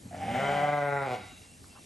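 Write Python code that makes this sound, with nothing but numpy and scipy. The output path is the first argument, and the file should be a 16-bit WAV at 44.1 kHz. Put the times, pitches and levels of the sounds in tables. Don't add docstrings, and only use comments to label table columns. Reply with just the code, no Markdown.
import sys
import numpy as np
from scipy import signal
from scipy.fft import rfft, irfft
from scipy.io import wavfile
from scipy.ndimage import uniform_filter1d

SR = 44100
rng = np.random.default_rng(int(sys.argv[2]) if len(sys.argv) > 2 else 0)


def to_wav(s):
    ch = np.atleast_2d(s).T
    pcm = np.round(np.clip(ch, -1, 1) * 32767)
    wavfile.write(sys.argv[1], SR, pcm.astype(np.int16))


N = 81585
T = np.arange(N) / SR
FREQS = np.fft.rfftfreq(N, 1 / SR)


def amp(db):
    return 10 ** (np.asarray(db) / 20)


def unit(x):
    return x / np.sqrt(np.mean(x ** 2) + 1e-20)


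def curve(rows, column=1):
    rows = np.array(rows)
    return np.interp(T, rows[:, 0], rows[:, column])


def read(points, hz):
    f, value = np.transpose(points)
    return np.interp(np.log(hz + 1), np.log(f + 1), value)


def drift(hz):
    return unit(irfft(rfft(rng.standard_normal(N)) / (1 + (FREQS / hz) ** 4), N))


def burst(start, length, hz, width, db):
    swell = np.sin(np.pi * np.clip((T - start) / length, 0, 1))
    band = irfft(rfft(rng.standard_normal(N)) / (1 + (2 * (FREQS - hz) / width) ** 2), N)
    return amp(db) * swell * unit(band)


def colour(x, points):
    log_gain = np.log(amp(read(points, abs(np.fft.fftfreq(8192, 1 / SR)))))
    response = np.exp(np.conj(signal.hilbert(log_gain)))
    taps = np.fft.ifft(response).real[:2048]
    return unit(signal.fftconvolve(x, taps)[:N])


def low_cut(x, hz):
    return signal.sosfilt(signal.butter(2, hz, "high", fs=SR, output="sos"), x)


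def pan(x, db):
    return np.array([x * amp(db / 2), x * amp(-db / 2)])


def air(level_db=-51.5, patch_db=2, side_db=-1.5):
    # f/Hz, relative level/dB
    spectrum = [(20, -40), (45, 0), (80, 7), (140, -2.5), (250, -1.5), (450, -9.5), (800, -18.5),
                (1500, -18.5), (2400, -15.5), (3300, -16.5), (5000, -14.5), (7500, -14.5), (9300, -14.5),
                (10700, -10), (11500, -19.5), (12300, -32)]
    hz, _, noise = signal.stft(rng.standard_normal((2, N)), SR, nperseg=1024, noverlap=768)
    patches = uniform_filter1d(rng.standard_normal(noise.shape[1:]), size=14, axis=0)
    patches = unit(uniform_filter1d(patches, size=10, axis=1))
    noise = noise * amp(read(spectrum, hz)[:, None] + patch_db * patches)
    mid, side = signal.istft(noise, SR, nperseg=1024, noverlap=768)[1][:, :N]
    side = side * amp(side_db)
    return amp(level_db) * unit(np.array([mid + side, mid - side]))


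def whistles():
    # start/s, length/s, f/Hz, width/Hz, level/dB
    tones = [(1.137, 0.35, 3800, 90, -59.5), (1.09, 0.55, 2750, 140, -62.5), (1.654, 0.2, 2700, 37, -65.5)]
    return sum(burst(*row) for row in tones)


def hooves(width_hz=730):
    # start/s, length/s, level/dB, f/Hz
    scuffs = [(1.639, 0.009, -55, 1310), (1.722, .02, -60, 976), (1.74, 0.061, -55.5, 1110)]
    return sum(burst(start, length, hz, width_hz, db) for start, length, db, hz in scuffs)


def barn(x, build_s=.018, bass_hz=276, width=.36):
    # f/Hz, time to fade by 60 dB/s
    ring_times = [(100, 0.36), (700, 0.41), (2200, 0.8), (4000, 1), (10000, 0.26)]
    hz, t, noise = signal.stft(rng.standard_normal((2, SR)), SR, nperseg=256)
    fade = amp(-60 * t / read(ring_times, hz)[:, None])
    tail = signal.istft(noise * fade, SR, nperseg=256)[1][:, :SR]
    tail = tail * np.clip(T[:SR] / build_s, 0, 1) ** 2
    tail = tail / np.linalg.norm(tail[0])
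    mid, side = signal.fftconvolve(low_cut(x, bass_hz)[None], tail, axes=1)[:, :N]
    return np.array([mid + width * side, mid - width * side]) / np.hypot(1, width)


def folds(hz, rough, top_hz=5000):
    cycles = np.cumsum(hz) / SR
    pulses = sum(np.cos(2 * np.pi * k * cycles) / (1 + (k * hz / top_hz) ** 6) for k in range(1, 64))
    puffs = (.14 + np.exp(-(cycles % 1) / .86)) * rng.standard_normal(N)
    return unit((1 - rough) * unit(pulses) + rough * unit(puffs))


def far_creaks(decay_s=.0088, click_gain=.36):
    # t/s, level/dB
    slips = [(0.109, -46.5), (.126, -41.5), (.144, -35.5), (.166, -47), (.188, -43), (0.211, -37)]
    # f/Hz, relative level/dB
    throat = [(90, -35), (200, -18), (420, -13.5), (560, -4), (720, 5.5), (850, -9), (1100, -26),
              (1600, -16), (2100, -17), (2800, -28), (4000, -51), (11000, -37)]
    clicks, puffs = np.zeros(N), np.zeros(N)
    for start, db in slips:
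        clicks[round(start * SR)] = amp(db) * np.sqrt(decay_s * SR / 2)
        puffs += amp(db) * (T >= start) * np.exp(-abs(T - start) / decay_s)
    drive = click_gain * clicks + puffs * rng.standard_normal(N)
    return colour(drive, throat) * np.std(drive)


def far_sheep(throb_width_s=.017, trough_db=-5.5, jitter=.035):
    # t/s, pitch/Hz, level/dB
    call = [(.1, 135, -64), (.15, 148.2, -45), (.195, 152.3, -41), (.225, 156, -38.5), (.3, 196.2, -33),
            (.4, 199.8, -30.5), (.52, 199.4, -29.5), (.64, 181.6, -35.5), (.72, 183.2, -45),
            (.84, 191, -48)]
    # t/s, strength/dB
    throbs = [(0.147, 3), (0.231, 10.5), (0.3, 2.5), (.356, 10.5), (0.417, -3), (.496, -15), (.567, -3),
              (.641, 12), (.688, 7), (0.74, -7)]
    # f/Hz, relative level/dB
    throat = [(80, -11), (195, -0.5), (300, -12.5), (450, -5.5), (650, -2.5), (780, 5.5), (920, -16),
              (1150, -16), (1600, -13), (2100, -8.5), (2700, -17), (3030, -14), (3200, -19.5),
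              (3500, -19.5), (4200, -30), (5500, -29), (7500, -26.5), (11000, -33)]
    # t/s, f/Hz, level above the rasp before throbbing/dB
    ringing = [(.12, 690, -14), (.18, 735, -10), (.225, 783, -3), (.3, 787, 2.5), (.36, 782, -5.5),
               (.45, 785, -16), (.55, 765, -11), (.65, 752, 2), (.8, 745, -7)]
    peaks = sum(amp(db) * np.exp(-((T - s) / throb_width_s) ** 2) for s, db in throbs)
    throb = amp(trough_db) + peaks * (1 - amp(trough_db))
    pitch_hz = curve(call) * (1 + jitter * drift(81.5))
    rasp = colour(folds(pitch_hz, rough=.7), throat) * throb ** .22
    ring_hz = curve(ringing) * (1 + .007 * drift(51))
    ring = np.sqrt(2) * np.sin(2 * np.pi * np.cumsum(ring_hz) / SR)
    ring *= amp(curve(ringing, column=2) + 1.3 * drift(122)) * throb
    sounding = (T > call[0][0]) & (T < call[-1][0])
    overtone = burst(start=.22, length=.46, hz=3090, width=200, db=-51)
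    return sounding * amp(curve(call, column=2)) * (rasp + ring) / np.sqrt(2) + overtone


def soften(x):
    # f/Hz, delay/s
    lag = [(100, 0.0023), (600, 0.0015), (1000, 0.0007), (1450, 0.000084), (1750, 0.0016), (2020, 0.0024),
           (2400, 0.00058), (4000, 0.00016), (11000, 0.00017)]
    return irfft(rfft(x) * np.exp(-2j * np.pi * np.cumsum(read(lag, FREQS)) * SR / N), N)


def near_hum(hz):
    # t/s, level/dB
    level = [(0, -56.5), (.06, -45), (.12, -50), (.2, -44.5), (.29, -41), (.315, -35), (.38, -39.5),
             (.48, -60), (1.13, -77), (1.165, -52), (1.195, -51), (1.25, -54), (1.3, -70)]
    # f/Hz, relative level/dB
    shut = [(50, -25), (95, 1.5), (190, -3.5), (250, 1.5), (300, -12), (400, -19.5), (800, -24),
            (3000, -59)]
    return colour(soften(folds(hz, rough=.71)), shut) * amp(curve(level))


def near_bleat(hz, rough, quaver_hz=20.76, quaver_db=.94, flutter_db=.8, bright_hz=2010):
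    # t/s, shape (0 open, 1 narrowing, 2 closing)
    mouth = [(.33, 0.91), (.47, 0.53), (.58, 0), (.78, 0.13), (.85, 0.54), (.95, .9), (1.03, 1.16),
             (1.085, 1.91), (1.15, 2)]
    # f/Hz, relative level/dB
    wide_open = [(60, -11), (142, -3), (285, -5), (427, -7.5), (575, 3), (720, 8), (865, -8), (1010, -7),
                 (1170, -10.5), (1300, -9), (1440, -8.5), (1590, -5.5), (1760, -31), (2020, -5),
                 (2160, -22.5), (2300, -14), (2700, -34), (3700, -17), (5000, -16), (11000, -54)]
    narrowing = [(60, -28), (138, -1), (280, -13), (415, -2), (555, 3), (695, -1.5), (835, 1.5),
                 (970, -9.5), (1110, -11), (1250, -11), (1405, 0.5), (1540, -7), (1700, -17), (1990, -7),
                 (2240, -14), (2700, -23.5), (3300, -32), (3800, -12), (5000, -37), (11000, -44)]
    closing = [(60, -15), (125, -2.5), (260, -6.5), (500, -1), (620, -3), (750, 5), (900, -10.5),
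               (1120, -9.5), (1370, -16), (1780, -26.5), (2030, -11), (2300, -11), (2800, -22.5),
               (4000, -24), (11000, -25)]
    shape = curve(mouth)
    drive = folds(hz, rough, top_hz=np.interp(shape, [1, 2], [3000, 5000]))
    quaver = np.sin(2 * np.pi * quaver_hz * T)
    drive *= amp(flutter_db * drift(33) + quaver_db * quaver)
    bright_band = signal.butter(2, bright_hz * np.exp([-.24, .24]), "band", fs=SR, output="sos")
    bright = signal.sosfiltfilt(bright_band, drive)
    extra_db = 1.5 * quaver + 2.5 * drift(42)
    drive = soften(drive + bright * (amp(extra_db) - 1))
    return sum(np.maximum(1 - abs(shape - k), 0) * colour(drive, throat)
               for k, throat in enumerate([wide_open, narrowing, closing]))


def near_sheep(jitter=.00406):
    # t/s, pitch/Hz
    pitch = [(0, 91.37), (.27, 92.16), (.305, 123.7), (.354, 126.4), (.392, 134.6), (.45, 140.5),
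             (.636, 145.3), (.724, 146.1), (.914, 141.6), (1.034, 138.2), (1.06, 135.3), (1.084, 125.4),
             (1.135, 123.7), (1.16, 110.7), (1.19, 99.7), (1.25, 89.8)]
    # t/s, level/dB, roughness (0 to 1)
    effort = [(.27, -95, 0.48), (.34, -39.5, 0.55), (.42, -30, 0.12), (.55, -30, 0.21), (.72, -29.5, 0.02),
              (.88, -31, 0.06), (1.03, -33, 0), (1.09, -33, 0.29), (1.143, -30.5, 0.42), (1.165, -41.5, .6),
              (1.21, -69.5, 0.39)]
    rough = curve(effort, column=2)
    hz = curve(pitch) * (1 + jitter * (1 + 5 * rough) * drift(58.5))
    fade_in = np.clip((T - .2) / .09, 0, 1)
    bleat = near_bleat(hz, rough) * amp(curve(effort)) * fade_in
    hum = near_hum(hz)
    rasp = burst(start=1.128, length=.04, hz=2840, width=2600, db=-47.5)
    return hum + bleat + rasp


def scene(near_echo_db=-6.5, far_echo_db=-4.5):
    # t/s, left over right/dB
    near_balance = [(.4, 2.6), (.8, 1), (1.1, 0.6)]
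    near = near_sheep()
    far = far_sheep() + far_creaks()
    voices = pan(near, curve(near_balance)) + pan(far, db=-.5)
    echoes = barn(near * amp(near_echo_db) + far * amp(far_echo_db))
    return voices + echoes + hooves() + whistles() + air()


def record(dry, lowest_hz=40, highest_hz=12200):
    # f/Hz, side gain/dB
    width = [(100, -12.5), (1200, 5), (2000, -2), (2400, -6), (4000, -6), (5500, -54), (12000, -30)]
    # f/Hz, phase/rad
    lead = [(0, -0.5), (860, 0.3857), (1890, 0.18), (2300, 0), (3270, 0.7), (5200, 0), (8800, 0),
            (9300, -1.5), (10250, -3), (11600, -6.5), (12000, 9.5)]
    mid = rfft(dry[0] + dry[1]) / 2
    side = rfft(dry[0] - dry[1]) / 2 * amp(read(width, FREQS))
    turn = np.exp(.5j * read(lead, FREQS))
    pair = np.array([irfft((mid + side) * turn, N), irfft((mid - side) / turn, N)])
    treble_cut = signal.firwin(401, highest_hz, window=("kaiser", 7), fs=SR)
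    return signal.oaconvolve(low_cut(pair, lowest_hz), treble_cut[None], "same")


dry = scene()
out = record(dry)
to_wav(out)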